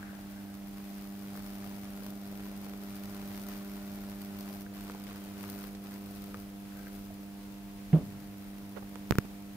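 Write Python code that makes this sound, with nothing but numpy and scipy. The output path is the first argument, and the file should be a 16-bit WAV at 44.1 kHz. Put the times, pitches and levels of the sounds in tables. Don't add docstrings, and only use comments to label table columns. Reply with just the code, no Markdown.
import sys
import numpy as np
from scipy import signal
from scipy.fft import rfft, irfft
from scipy.io import wavfile
from scipy.ndimage import uniform_filter1d

SR = 44100
rng = np.random.default_rng(int(sys.argv[2]) if len(sys.argv) > 2 else 0)


def to_wav(sig):
    pcm = np.clip(np.atleast_2d(sig), -1, 1) * 32767
    pcm = np.round(pcm).astype(np.int16)
    wavfile.write(sys.argv[1], SR, pcm.T)


N = 421596
TIME = np.arange(N) / SR
BINS = np.fft.rfftfreq(N, 1 / SR)
GLOW_S = 4.62
USUAL_DB = -60

# start in seconds, length in seconds, strength in dB, extra crackle in dB.
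FLARES = [(4.388, 0.17, -58, 0), (4.715, 0.33, -61, 3.5), (5.037, 0.34, -62.5, 4), (5.352, 0.33, -58, 0),
          (5.817, .14, -59, 1), (6.023, 0.4, -61.5, -2), (6.74, .15, -61.5, -2), (6.89, 0.11, -60.5, -4),
          (7.88, 1.38, -65, 1.5)]
# frequency in Hz, likeness from 0 (wide) to 1 (mono).
CRACKLE_LIKENESS = [(100, 0.77), (700, 0.88), (1500, 0.45), (3000, 0.36), (16000, 0.091)]


def hum(mains_cycles, arc_db, load_s=0.3, charring_db=3.0, smear=0.0299, sway=0.048):
    # multiple of the mains (rounded to even for the pitch), level in dB before
    # and after the glow, left over right in dB, flutter depth, dB gained per dB of load.
    partials = [(2, -68, -65.5, -1, 1.47, 0.43), (4.1, -44, -45, -1.5, 0.045, 0.3),
                (5.56, -54.5, -53.5, -3, 0.06, 0.14), (7.7, -62, -60.5, -.5, 0.14, 1.17),
                (9.8, -74.5, -65.5, -4.5, 0.16, 0.5), (12.4, -64.5, -68.5, -2, 0.078, 1),
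                (13.8, -66.5, -64.5, -3, 0.052, 0.14), (15.73, -67, -73, -1, 0.047, 0.24),
                (18, -83, -83, -1, 0.28, -2), (19.96, -77, -73, 3, 0.18, 0.6),
                (22.2, -76.5, -81, 2, 0.22, -0.5), (25.2, -102, -79, 2, 0.17, 0),
                (26.05, -77.5, -78.5, -5, 0.16, 0.5), (27.96, -80.5, -80.5, 5, 0.83, 1.5),
                (29.7, -85.5, -81, 1, 0.43, 3)]
    glow = np.clip((TIME - GLOW_S) / 0.11 + .5, 0, 1)
    load_db = uniform_filter1d(arc_db - np.median(arc_db), round(load_s * SR))
    load_db += charring_db * (1 - glow) * (TIME / GLOW_S - .5)
    out = np.zeros((2, N))
    for multiple, first_db, glow_db, side_db, flutter, follow in partials:
        lag = smear * multiple ** 2 + sway * multiple * wander(hz=0.48)
        harmonic = 2 * round(multiple / 2)
        phase = 2 * np.pi * harmonic * mains_cycles - lag
        tone = (1 + flutter * wander(hz=15.0)) * np.cos(phase)
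        tone += flutter * wander(hz=5.8) * np.sin(phase)
        level_db = first_db + glow * (glow_db - first_db) + follow * load_db
        out += sides(side_db) * np.sqrt(2) * tone * amp(level_db)
    return out


def arc_strength(ember_db=-67, quench_s=.025, flicker_db=0.67, flicker_hz=14.0):
    # time in seconds, strength in dB.
    creep_db = [(0, -71), (.3, -65.5), (.92, -61), (1.15, -61), (1.45, -59), (1.72, -60.5), (2.62, -61),
                (3.3, -58), (3.55, -58), (4.0, -60.5), (4.6, -59.5)]
    creeping = amp(curve(creep_db)) * np.exp(-np.maximum(TIME - GLOW_S, 0) / quench_s)
    flares = [amp(ember_db + (db - ember_db) * flare(s, length_s)) for s, length_s, db, _ in FLARES]
    strongest = np.max([creeping, *flares], axis=0)
    return 20 * np.log10(strongest) + flicker_db * wander(hz=flicker_hz)


def flare(start_s, length_s, rise_s=0.038, fall_s=0.045):
    attack = np.clip((TIME - start_s) / rise_s, 0, 1)
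    return attack * np.exp(-np.maximum(TIME - start_s - length_s, 0) / fall_s)


def ignition(mains_cycles, lag, depth_db, uneven_db):
    half_cycles = 2 * mains_cycles - lag
    strength = rng.standard_normal(int(half_cycles[-1]) + 3)[np.round(half_cycles).astype(int)]
    pulse_db = depth_db * np.cos(2 * np.pi * half_cycles)
    return unit(amp(pulse_db + uneven_db * strength * np.cos(np.pi * half_cycles) ** 2))


def sparks(per_s, spread_db):
    size = amp(spread_db * np.minimum(rng.exponential(1, (2, N)), 4))
    polarity = rng.choice([-1, 1], (2, N))
    fires = rng.random((2, N)) < per_s / SR
    return unit(size * polarity * fires)


def fizz(mains_cycles, arc_db, base_db=-55.5, steepness=1.25):
    # frequency in Hz, gain in dB.
    sizzle_eq = [(1500, -9), (3000, -11.5), (5000, -4), (7500, -12), (9700, -5), (10800, -8.5), (12300, -5),
                 (13500, -0.5), (15300, -3), (16500, -25)]
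    # frequency in Hz, left over right in dB.
    sizzle_pan = [(2000, 9), (5000, 4.5), (7500, -5), (9700, 7), (11000, 4), (13500, 9.5), (16000, 10)]
    discharges = sparks(per_s=16000, spread_db=1.6)
    discharges *= ignition(mains_cycles, lag=0.16, depth_db=4.0, uneven_db=3.5)
    sizzle = colour(discharges, sizzle_eq)
    panned = irfft(rfft(sizzle) * sides(on_bins(sizzle_pan)), N)
    return amp(base_db + steepness * (arc_db - USUAL_DB)) * unit(panned)


def crackle(mains_cycles, arc_db, base_db=-58.0, snap_follow=1.53, sap_follow=0.52):
    # frequency in Hz, gain in dB.
    snap_eq = [(200, -18), (600, -9.5), (900, -0.5), (1450, -1), (2200, -4.5), (3400, -8), (7000, -15),
               (16000, -26)]
    sap_eq = [(40, -19), (130, -2), (260, 4.5), (450, -4.5), (700, -1), (950, -11.5), (1500, -18.5),
              (16000, -57)]
    # time in seconds, level in dB at the usual arc strength.
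    sap_fader = [(0, -54), (1.15, -61), (1.35, -58), (2.05, -54.5), (3.8, -57.5), (4.9, -55), (5.6, -57.5),
                 (7.1, -59.5), (7.7, -60.5), (9.05, -55), (9.56, -60)]
    snaps = sparks(per_s=2600, spread_db=3.5)
    snaps *= ignition(mains_cycles, lag=0.12, depth_db=3.0, uneven_db=2.5)
    boils = sparks(per_s=3500, spread_db=1.7)
    boils *= ignition(mains_cycles, lag=.05, depth_db=1.0, uneven_db=4.0)
    flare_db = sum(db * flare(s, length_s) for s, length_s, _, db in FLARES)
    snap_db = base_db + flare_db + snap_follow * (arc_db - USUAL_DB)
    sap_db = curve(sap_fader) + sap_follow * (arc_db - USUAL_DB)
    bright = amp(snap_db) * unit(colour(blend(snaps, CRACKLE_LIKENESS), snap_eq))
    dull = amp(sap_db) * unit(colour(blend(boils, CRACKLE_LIKENESS), sap_eq))
    return bright + dull


def pops(scatter=0.12, scatter_s=0.0071, plank_hz=470, plank_db=-10, plank_t60=0.033,
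         snap_db=-7, snap_s=0.00033, snap_hz=4500):
    # start in seconds, level in dB, ring pitch in Hz,
    # ring decay in cycles, left over right in dB.
    pop_cues = [(0.029, -35.5, 1570, 3.9, 5), (1.354, -33, 1100, 0.64, 4), (1.375, -32.5, 1200, 0.64, 3),
                (1.783, -38, 790, .7, 2), (2.024, -43, 500, 2.6, -5), (2.397, -36, 1400, 0.6, 2.5),
                (2.666, -35, 800, 1, 2), (2.736, -31.5, 1080, 0.51, -1), (4.664, -39, 1570, 3.5, 0),
                (4.8982, -26.5, 1100, 0.77, 1), (4.949, -33, 650, 0.73, 0), (5.068, -30, 2200, 0.27, 2),
                (5.110, -34, 1200, .6, 0), (5.640, -31, 1600, 0.56, 0), (5.750, -33, 3500, 0.25, 0),
                (6.344, -29.5, 1270, 1.4, 3), (6.869, -38, 1580, 4, 3), (7.105, -44.5, 646, 4.5, -7),
                (8.9571, -33.5, 870, 0.57, -13)]
    out, t = np.zeros((2, N)), np.arange(2048) / SR
    plank = mode(t, plank_hz, plank_db, plank_t60)
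    lowpass = signal.butter(1, snap_hz, fs=SR)
    for start_s, db, hz, cycles, side_db in pop_cues:
        ring = np.cos(2 * np.pi * hz * t) * np.exp(-t * hz / cycles) * rise(t, .00006)
        diffuse = signal.fftconvolve(rng.standard_normal((2, len(t))), ring[None], axes=1)[:, :len(t)]
        echoes = scatter * unit(diffuse) * np.exp(-t / scatter_s)
        snap = amp(snap_db) * signal.lfilter(*lowpass, rng.standard_normal(len(t)) * np.exp(-t / snap_s))
        knock = plank * min(2 * plank_hz / hz, 1)
        add(out, start_s, amp(db) * sides(side_db) * (snap + ring + knock + echoes))
    return out


def steam_and_brushing():
    # peak time in seconds, half length in seconds, level in dB, centre in Hz,
    # width of each filter pass in Hz, left over right in dB.
    swell_cues = [(0.061, 0.16, -56.5, 1490, 800, 5), (0.398, 0.22, -63.5, 1600, 330, 2),
                  (6.802, 0.14, -65, 1450, 455, 6.5), (6.795, .02, -61, 1555, 50, 6),
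                  (8.774, 0.014, -46, 546, 850, -16), (8.829, 0.0047, -47.5, 520, 700, -11)]
    out = np.zeros((2, N))
    for peak_s, half_s, db, hz, width_hz, side_db in swell_cues:
        t = np.arange(-2 * half_s, 2 * half_s, 1 / SR)
        noise = rng.standard_normal((2, 2 * SR))[:, :len(t)]
        resonance = signal.iirpeak(hz, hz / width_hz, SR)
        band = signal.lfilter(*resonance, signal.lfilter(*resonance, noise))
        swell = amp(db) * sides(side_db) * unit(band) * np.exp(-(t / half_s) ** 2)
        add(out, peak_s + t[0], swell[:, peak_s + t >= 0])
    return out


def thump(start_s=7.9298, rise_s=0.017):
    # pitch in Hz, gain in dB, seconds to fall 60 dB.
    surface_modes = [(159, 0.5, 0.11), (181.5, -27, 0.25), (137, -30, 0.17), (72.5, -35, 0.38),
                     (290, -24, 0.21), (344, -23.5, 0.12), (463, -32, 0.16), (632, -34, 0.13)]
    # frequency in Hz, gain in dB.
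    crack_eq = [(200, -5), (700, 0), (1500, -5), (3200, -7), (3800, -30), (16000, -54)]
    rattle_eq = [(80, -16), (200, 1), (320, -2), (600, -1), (900, -12.5), (1350, -20), (1700, -29),
                 (3200, -31), (3800, -41), (16000, -70)]
    tail_eq = [(50, -18), (110, 1), (165, 3), (240, -6), (400, -21), (800, -28), (2000, -40), (16000, -80)]
    out, t = np.zeros((2, N)), TIME[:SR]
    body = -sum(mode(t, hz, db, t60) for hz, db, t60 in surface_modes) * rise(t, rise_s)
    crack = burst(crack_eq, db=-40, t60=0.041)
    rattle = burst(rattle_eq, db=-26.5, t60=0.2) * rise(t, 0.0096)
    tail = burst(tail_eq, db=-36.5, t60=0.89) * rise(t, 0.022)
    add(out, start_s, sides(-2.7) * body + crack + rattle + tail)
    return out


def taps(push_cycles=0.32):
    # start in seconds; the push's gain in dB, pitch in Hz, rise in seconds and
    # pan; the case ring's gain in dB and pan; the click's level in dB and pan. 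Pan is left over right in dB.
    tap_cues = [(9.1093, -17.5, 153, 0.000027, -23.5, -40, -18, -18.5, -17),
                (9.1230, -16, 95, .0006, 4, -22, 9, -25, 10),
                (9.1550, -29, 120, .0005, 16, -30.5, 1, -29, 13),
                (9.1851, -7.5, 128, 0.0013, -14.5, -16.5, 7.5, -20.5, 26.5),
                (9.2494, -26.5, 190, 0.0008, -12, -53, -5, -60, 0)]
    # frequency in Hz, gain in dB.
    click_eq = [(300, -10), (730, -7), (1400, -4), (2800, -5.5), (3600, -3), (4600, -4), (6500, -6.5),
                (8500, -12), (11000, -13), (13000, -7.5), (15500, -3), (17000, -20)]
    # pitch in Hz, gain in dB, seconds to fall 60 dB.
    case_modes = [(402, -3.5, 0.015), (1430, -1.5, 0.0066), (1750, -6.5, .005), (2400, -8, 0.0036)]
    out, t = np.zeros((2, N)), np.arange(2048) / SR
    click = colour(signal.unit_impulse(N), click_eq)[:len(t)]
    click /= abs(click).max()
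    case = -sum(mode(t, hz, db, t60) for hz, db, t60 in case_modes)
    for start_s, push_db, hz, rise_s, push_pan, case_db, case_pan, click_db, click_pan in tap_cues:
        push = -np.cos(2 * np.pi * hz * t) * np.exp(-t * hz / push_cycles) * rise(t, rise_s)
        add(out, start_s, amp(push_db) * sides(push_pan) * push)
        add(out, start_s, amp(case_db) * sides(case_pan) * case)
        add(out, start_s, -amp(click_db) * sides(click_pan) * click)
    return out


def air():
    # frequency in Hz, gain in dB.
    bed_eq = [(15, -41), (27, -17), (34, 6.5), (70, -2), (150, -2.5), (300, -8.5), (600, -14),
              (1000, -16.5), (2300, -17), (3500, -20.5), (8000, -25.5), (12000, -23), (14500, -25.5),
              (16000, -22)]
    # frequency in Hz, channel likeness from 0 to 1.
    bed_likeness = [(30, 1), (100, 0.37), (250, 0.24), (700, 0), (2000, 0), (16000, 0)]
    noise = colour(blend(rng.standard_normal((2, N)), bed_likeness), bed_eq)
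    return amp(-53.0 + 0.66 * wander(hz=2.5)) * unit(noise)


def amp(db):
    return 10 ** (np.asarray(db) / 20)


def unit(x):
    return x / np.sqrt(np.mean(x ** 2) + 1e-20)


def sides(db):
    return amp(np.array([[.5], [-.5]]) * db)


def curve(rows):
    return np.interp(TIME, *np.transpose(rows))


def rise(t, rise_s):
    return 1 - np.exp(-t / rise_s)


def mode(t, hz, db, t60):
    return amp(db - 60 * t / t60) * np.sin(2 * np.pi * hz * t)


def on_bins(points):
    hz, value = np.transpose(points)
    return np.interp(np.log(BINS + 1), np.log(hz + 1), value)


def colour(x, eq):
    log_gain = np.log(amp(on_bins(eq)))
    phase = -signal.hilbert(np.r_[log_gain, log_gain[-2:0:-1]]).imag[:len(BINS)]
    return irfft(rfft(x) * np.exp(log_gain + 1j * phase), N)


def blend(x, likeness):
    spectra = rfft(x)
    angle = np.arcsin(np.clip(on_bins(likeness), 0, 1)) / 2
    return irfft(np.cos(angle) * spectra + np.sin(angle) * spectra[::-1], N)


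def burst(eq, db, t60):
    noise = unit(colour(blend(rng.standard_normal((2, N)), CRACKLE_LIKENESS), eq))
    return noise[:, :SR] * amp(db - 60 * TIME[:SR] / t60)


def wander(hz):
    rates = np.fft.rfftfreq(2048, TIME[-1] / 2048)
    slow = irfft(rfft(rng.standard_normal(2048)) / (1 + (rates / hz) ** 2))
    return unit(np.interp(TIME, np.linspace(0, TIME[-1], len(slow)), slow))


def add(mix, start_s, sound):
    part = mix[:, max(round(start_s * SR), 0):][:, :sound.shape[1]]
    part += sound[:, :part.shape[1]]


def from_table(x, left_delay_s=.00011):
    delays_s = np.array([[left_delay_s], [0]])
    return irfft(rfft(x) * np.exp(-2j * np.pi * BINS * delays_s), N)


def scene():
    # time in seconds, frequency in Hz.
    mains_hz = [(0, 49.902), (9.56, 49.958)]
    mains_cycles = np.cumsum(curve(mains_hz)) / SR
    arc_db = arc_strength()
    burning = hum(mains_cycles, arc_db) + fizz(mains_cycles, arc_db) + crackle(mains_cycles, arc_db)
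    return from_table(burning + pops()) + air() + steam_and_brushing() + thump() + taps()


def record(dry):
    lowpass = signal.firwin(511, cutoff=15700, window=("kaiser", 9), fs=SR)
    return signal.oaconvolve(dry, lowpass[None], "same")


dry = scene()
out = record(dry)
to_wav(out)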